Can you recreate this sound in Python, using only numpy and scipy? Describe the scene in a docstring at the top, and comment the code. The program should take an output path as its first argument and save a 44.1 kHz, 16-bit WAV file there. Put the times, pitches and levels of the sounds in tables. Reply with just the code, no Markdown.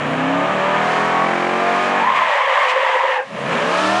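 """An old V8 pickup accelerates hard towards the listener on a paved track: uneven firings, exhaust
overtones booming through pipe and body resonances, rushing gas, rising hiss. At 2 s the wheels lock.
The exhaust drops away; two tyres howl and squeal by stick-slip, rubber scrubs over the asphalt.
After a short lull, at 3.3 s, the engine picks up and the truck passes close by.
Trees return a short echo throughout."""
import sys
import numpy as np
from scipy import signal
from scipy.fft import rfft, irfft
from scipy.io import wavfile

SR = 44100
rng = np.random.default_rng(int(sys.argv[2]) if len(sys.argv) > 2 else 0)


def dump(signal):
    """Clip the signal to [-1, 1] and save it as 16-bit WAV at the path in sys.argv[1]."""
    limited = np.clip(np.atleast_2d(signal).T, -1, 1)
    pcm = np.round(limited * 32767).astype(np.int16)
    wavfile.write(sys.argv[1], SR, pcm)


N = 176400
T = np.arange(N) / SR

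# engine speed (time [s], firing cycle rate [Hz])
CYCLE_HZ = [(0.0, 28.58), (0.2, 32.3), (0.3, 34.12), (0.46, 36.52), (0.6, 38.18), (0.78, 39.9),
            (1.0, 41.43), (1.25, 43.4), (1.45, 44.8), (1.65, 46.2), (1.9, 47.8), (2.0, 47.5), (2.08, 45.5),
            (2.4, 30.0), (3.35, 25.9), (3.58, 30.9), (3.64, 33.58), (3.77, 37.02), (3.9, 39.3),
            (4.0, 40.92)]
# engine level from throttle and distance (time [s], level [dB])
ENGINE_DB = [(0, -20), (.45, -18.5), (1.0, -16.5), (1.2, -18), (1.5, -19), (1.85, -17), (2.02, -15),
             (2.12, -24.5), (2.22, -24), (2.36, -48), (3.18, -69), (3.29, -38.5), (3.37, -25.5),
             (3.45, -22.5), (3.53, -14.5), (3.62, -17.5), (3.8, -18), (4, -21.5)]
# cycle harmonics, 2nd up (head-on level [dB], side-on level [dB])
ORDERS_DB = [(-37.5, -50), (-25, -30.5), (-16.5, -45), (-14.5, -13.5), (-18.5, -48), (-18.5, -30),
             (-23, -19.5), (-20.5, -29.5), (-12.5, -17.5), (-18.5, -28.5), (-16.5, -25), (-14.5, -25.5),
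             (-24.5, -31), (-11.5, -13.5), (-13.5, -11), (-11.5, -12), (-17.5, -8.5), (-13.1, -30),
             (-34, -28), (-13, -17.5), (-17.5, -26), (-10.5, -13), (-19, -13), (-30, -25), (-14.5, -15.5),
             (-23.5, -33), (-30.5, -27), (-17, -16), (-27, -14), (-15.5, -18), (-33.5, -50), (-26.5, -49),
             (-19, -9.5), (-20.5, -13.5), (-16, -15), (-33.5, -30), (-20, -32.5), (-28, -20), (-24.5, -50),
             (-22.5, -22), (-23.1, -32), (-34, -41.7), (-25.4, -29.5), (-18.5, -9), (-22.5, -42),
             (-30, -23), (-25, -45), (-23.5, -37), (-26, -45), (-34, -42), (-17, -52)]
# exhaust note within the roar, falters off throttle (time [s], gain [dB])
EXHAUST_NOTE_DB = [(0, -6.3), (.5, -5.2), (.9, -2.3), (1.25, -0.8), (1.5, -1.2), (1.95, -3), (2.12, -8),
                   (3.4, -8), (3.55, -7.5), (3.72, -1.5), (3.9, 2.8), (4, 3)]
# overtones crossing pipe and body resonances (time [s], frequency [Hz], half length [s], gain [dB])
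RESONANCES = [(.14, 281, 0.18, 14.5), (0.152, 658, 0.39, 6.5), (0.237, 165, 0.44, 9), (0.27, 267, 0.23, 25),
              (0.4, 1206, 0.086, 16.5), (.41, 644, 0.2, 14), (0.445, 907, 0.63, 22.5),
              (0.467, 583, 0.094, 10.5), (0.48, 1216, 0.052, 23), (0.616, 1189, .27, 8.5),
              (0.628, 576, .17, 9), (0.666, 1125, .1, 10), (0.81, 1768, 0.27, 12), (0.881, 730, 0.16, 13),
              (1.016, 1121, 0.16, 14.5), (1.2, 1117, 0.065, 10.5), (1.273, 783, 0.21, 9),
              (1.585, 365, 0.4, 11.5), (1.7, 1209, .17, 8.5), (1.717, 695, 0.12, 9),
              (1.897, 620, 0.44, 6.5), (3.547, 213, 0.18, 18.5), (3.65, 440, 0.13, 19),
              (3.864, 310, 0.19, 7.5), (3.95, 722, 0.052, 5.5), (3.99, 1056, 0.058, 10.5),
              (3.982, 122, 0.13, 9), (3.55, 182, 0.1, 16)]
# turn from head-on to side-on (time [s], share [0-1])
SIDE_SHARE = [(2.3, 0), (3.3, 1)]
# exhaust gas and fan (frequency [Hz], density [dB])
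GAS_SPECTRUM = [(30, -47), (75, -35), (140, -22), (250, -4.5), (360, -12), (480, -4), (600, -3.5),
                (800, -5.5), (1000, 1), (1220, 1), (1400, -4.5), (1600, -2), (1760, 0), (2000, -7),
                (2350, -4), (2700, -8.5), (3100, -9.5), (3500, -16.5), (4000, -21), (5000, -28.5),
                (7200, -29), (11000, -48.5)]
# rumble as the throttle opens (time [s], level [dB])
RUMBLE_DB = [(0, -37), (.12, -27), (.3, -43), (.55, -30.5), (.8, -66), (2.1, -38), (2.35, -55.5),
             (3.2, -65), (3.29, -39), (3.38, -28), (3.53, -24.5), (3.65, -34), (4, -53)]
# rumble (frequency [Hz], density [dB])
RUMBLE_SPECTRUM = [(30, -40), (70, -24), (105, -18), (145, 1.5), (220, 2), (300, -8.5), (400, -11.5),
                   (600, 1.5), (2000, -41)]

# lower tyre (time [s], pitch [Hz])
HOWL_HZ = [(2.2, 680), (2.29, 634), (2.37, 543), (2.52, 535), (2.59, 585), (2.67, 516), (2.76, 522),
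           (2.93, 530), (3.13, 533), (3.19, 515), (3.28, 565)]
# lower tyre (time [s], level [dB])
HOWL_DB = [(2.15, -45), (2.27, -24.5), (2.5, -28.5), (2.7, -26.5), (3.0, -25.5), (3.1, -26), (3.165, -33),
           (3.215, -24), (3.27, -36.5), (3.33, -38)]
# harmonics, fundamental up (level [dB])
HOWL_HARMONICS_DB = [3.5, -4.5, -17, -13, -17]
# tyre grabs the road (time [s], half length [s], gain [dB])
HOWL_ROAD_GRABS = [(2.287, 0.012, 2), (2.363, 0.014, 4), (2.396, 0.015, 5), (2.48, .02, 5.5),
                   (2.524, 0.0089, 6), (2.58, 0.013, 4), (2.668, .026, 6.5), (2.774, 0.017, 9),
                   (2.842, 0.013, 7), (2.884, .018, 5), (2.958, 0.02, 5), (3.043, 0.015, 4),
                   (3.106, .022, 3.5), (3.185, 0.015, 8.5)]
# higher tyre (time [s], pitch [Hz])
SQUEAL_HZ = [(1.95, 860), (2.0, 876), (2.08, 1030), (2.18, 1080), (2.35, 912), (2.43, 1060), (2.52, 986),
             (2.62, 1040), (2.9, 975), (3.05, 945), (3.13, 910), (3.185, 850)]
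# higher tyre (time [s], level [dB])
SQUEAL_DB = [(1.93, -59), (1.99, -21), (2.1, -17), (2.19, -17), (2.27, -19), (2.62, -23), (2.95, -20.5),
             (3.13, -22.5), (3.195, -20), (3.225, -29.5), (3.3, -68)]
# harmonics, fundamental up (level [dB])
SQUEAL_HARMONICS_DB = [0, -9.5, -20.5]
# tyre grabs the road (time [s], half length [s], gain [dB])
SQUEAL_ROAD_GRABS = [(2.068, 0.0096, 3.3), (2.098, 0.0078, 5), (2.171, .007, 3.9), (2.63, .025, 3.4),
                     (2.95, 0.048, 1.4)]
# overtones sharpen as the truck slows (time [s], gain [dB])
SQUEAL_BITE_DB = [(2.25, -4), (2.4, 6), (2.9, 1.5), (3.03, -1), (3.11, 8.5), (3.17, 4.5), (3.21, 7.5)]
# rubber on asphalt (time [s], level [dB])
SCRUB_DB = [(1.9, -59), (2.04, -25.5), (2.3, -17.5), (2.45, -18.5), (2.7, -18), (2.9, -19.5), (3.14, -20),
            (3.18, -26), (3.215, -40), (3.4, -39)]
# rubber on asphalt (frequency [Hz], density [dB])
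SCRUB_SPECTRUM = [(100, -55), (330, -72), (480, -2), (750, 2), (1150, 5), (1420, -3), (1850, 4),
                  (2350, -3.5), (3100, -6.5), (4300, -21.5), (5500, -26.5), (7500, -30), (11000, -45.5)]
# brief harsh scrapes (time [s], level [dB])
SCRAPES_DB = [(2.165, -26), (2.701, -21)]
# scrapes (frequency [Hz], density [dB])
SCRAPE_SPECTRUM = [(800, -28), (2400, 9), (4500, -12.5), (8000, -21), (11000, -38)]

# hiss of the nearing truck (time [s], level [dB])
HISS_DB = [(0, -71), (.7, -47), (.92, -35.5), (1.15, -40), (1.6, -38.5), (1.88, -35.5), (2.05, -52),
           (3.25, -47.5), (3.52, -41), (3.65, -35), (3.8, -28), (4, -29.5)]
# hiss (frequency [Hz], density [dB])
HISS_SPECTRUM = [(1200, -25), (2500, 9), (3800, 4.5), (6500, -4.5), (8500, -10), (11000, -18.5)]
# outdoor background (frequency [Hz], density [dB])
AIR_SPECTRUM = [(25, -24), (120, 13.5), (600, 2), (3000, -5), (11000, -10.5)]


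def engine(low_revs_hz=39.7, high_revs_hz=42.2):
    """V8: exhaust note, plus gas rush and rumble pulsed by eight firings a cycle."""
    cycle_hz = curve(CYCLE_HZ)
    low_revs = np.clip((high_revs_hz - cycle_hz) / (high_revs_hz - low_revs_hz), 0, 1)
    jitter_cycles = (.0014 + .0008 * low_revs) * drift(23)
    cycles = np.cumsum(cycle_hz) / SR + jitter_cycles
    note = exhaust_note(cycles, cycle_hz)
    firing = np.cos(2 * np.pi * 8 * cycles)
    lope = np.cos(2 * np.pi * 3 * cycles) + np.cos(2 * np.pi * 5 * cycles)
    puffs = 1 + .15 * firing + .064 * lope
    gas = colour(noise() * puffs, GAS_SPECTRUM) * undb(-6 + 1.5 * low_revs)
    rumble = colour(noise() * puffs, RUMBLE_SPECTRUM) * undb(curve(RUMBLE_DB))
    throb = 1 + .29 * swell(at_s=1.38, half_s=.2) * np.cos(2 * np.pi * (cycles - 2 / 3))
    return (note + gas) * throb * undb(curve(ENGINE_DB)) + rumble


def exhaust_note(cycles, cycle_hz, waver_db=1.5):
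    """Uneven firings give a comb of cycle harmonics; these boom in turn at resonances."""
    side = curve(SIDE_SHARE)
    boom_db = np.zeros((len(ORDERS_DB) + 2, N))
    for at_s, resonance_hz, half_s, gain_db in RESONANCES:
        nearest_order = round(resonance_hz / np.interp(at_s, T, cycle_hz))
        boom_db[nearest_order] += gain_db * swell(at_s, half_s)
    note = 0
    for order, (front_db, side_db) in enumerate(ORDERS_DB, 2):
        top_cut_db = 5.5 * (order / len(ORDERS_DB)) ** 3  # top overtones softer side-on: duller note
        facing_db = (1 - side) * front_db + side * (side_db - top_cut_db)
        gain = undb(facing_db + boom_db[order] + waver_db * drift(8.8))
        note += gain * np.cos(2 * np.pi * (order * cycles + rng.random()))
    return np.sqrt(2) * note * undb(curve(EXHAUST_NOTE_DB))


def skid():
    """Two locked tyres: a low howl and a higher squeal."""
    howl = tyre(HOWL_HZ, HOWL_DB, HOWL_HARMONICS_DB, HOWL_ROAD_GRABS, ribs=1, bite_db=0,
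                wander=.00495, rough=.042, rough_hz=168.8, flutter_db=.5, hop_db=5)
    squeal = tyre(SQUEAL_HZ, SQUEAL_DB, SQUEAL_HARMONICS_DB, SQUEAL_ROAD_GRABS,
                  ribs=3, bite_db=curve(SQUEAL_BITE_DB),
                  wander=.015, rough=.063, rough_hz=180.2, flutter_db=2.5, hop_db=1.5)
    return howl + squeal


def tyre(pitch_hz, level_db, harmonics_db, grabs, ribs, bite_db,
         wander, rough, rough_hz, flutter_db, hop_db):
    """Each tread rib sticks and slips at its own unsteady rate; the hopping wheel chatters and grabs."""
    slip = 0
    for _ in range(ribs):
        slip_hz = curve(pitch_hz) * (1 + wander * drift(17.91) + rough * drift(rough_hz))
        phase_rad = 2 * np.pi * np.cumsum(slip_hz) / SR
        for k, harmonic_db in enumerate(harmonics_db, 1):
            gain = undb(harmonic_db + bite_db * (k > 1) + flutter_db * drift(86))
            slip += gain * np.sin(k * phase_rad)
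    chatter = undb(hop_db * np.tanh(drift(45)))
    grab_db = sum(gain_db * swell(at_s, half_s) for at_s, half_s, gain_db in grabs)
    return unit_rms(slip * chatter) * undb(curve(level_db) + grab_db)


def scrub(grit_db=1, flicker_db=1, scrape_half_s=.021):
    """Rubber grinds over grit, with two harsher scrapes."""
    grit = noise() * undb(grit_db * drift(270))
    grind = colour(grit, SCRUB_SPECTRUM) * undb(curve(SCRUB_DB) + flicker_db * drift(7.5))
    scrape_gain = sum(undb(db) * np.exp(-((T - at_s) / scrape_half_s) ** 2) for at_s, db in SCRAPES_DB)
    return grind + scrape_gain * colour(noise(), SCRAPE_SPECTRUM)


def hiss():
    """Hiss that grows as the truck comes close."""
    return colour(noise(), HISS_SPECTRUM) * undb(curve(HISS_DB))


def tree_echo(x, gain_db=-14, delay_s=.012, t60_s=.12):
    """Short diffuse return from the trees."""
    tail = noise() * undb(-60 * T / t60_s) * (T > delay_s)
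    tail /= np.sqrt(np.sum(tail ** 2))
    return undb(gain_db) * signal.fftconvolve(x, tail)[:N]


def air(level_db=-59.5):
    """Steady outdoor background."""
    return undb(level_db) * colour(noise(), AIR_SPECTRUM)


def undb(db):
    """Decibels to gain."""
    return 10 ** (np.asarray(db) / 20)


def curve(rows):
    """Linear interpolation of (time [s], value) rows."""
    return np.interp(T, *np.array(rows, float).T)


def swell(at_s, half_s):
    """Flat-topped window, peak 1."""
    return np.exp(-((T - at_s) / half_s) ** 4)


def unit_rms(x):
    """Scale to rms 1."""
    return x / np.sqrt(np.mean(x ** 2))


def colour(x, spectrum):
    """Filter by (frequency [Hz], density [dB]) rows; rms 1."""
    points_hz, points_db = np.array(spectrum, float).T
    bins_hz = np.maximum(np.arange(N // 2 + 1) * SR / N, 1)
    gain_db = np.interp(np.log(bins_hz), np.log(points_hz), points_db)
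    return unit_rms(irfft(rfft(x) * undb(gain_db), N))


def noise():
    """White noise."""
    return rng.standard_normal(N)


def drift(cutoff_hz):
    """Smooth random signal, rms about 1."""
    size = N // 20
    bins_hz = np.arange(size // 2 + 1) * SR / N
    slow = irfft(rfft(rng.standard_normal(size)) / (1 + (bins_hz / cutoff_hz) ** 4), size)
    return np.interp(np.arange(N), np.arange(size) * N / size, unit_rms(slow))


def scene():
    """Truck, echo and open air; mono."""
    truck = engine() + skid() + scrub() + hiss()
    return (truck + tree_echo(truck) + air())[None]


def record(dry):
    """Steep low-pass."""
    cutoff_hz = 11050
    return signal.sosfilt(signal.ellip(10, .2, 80, cutoff_hz, fs=SR, output="sos"), dry)


dry = scene()
out = record(dry)
dump(out)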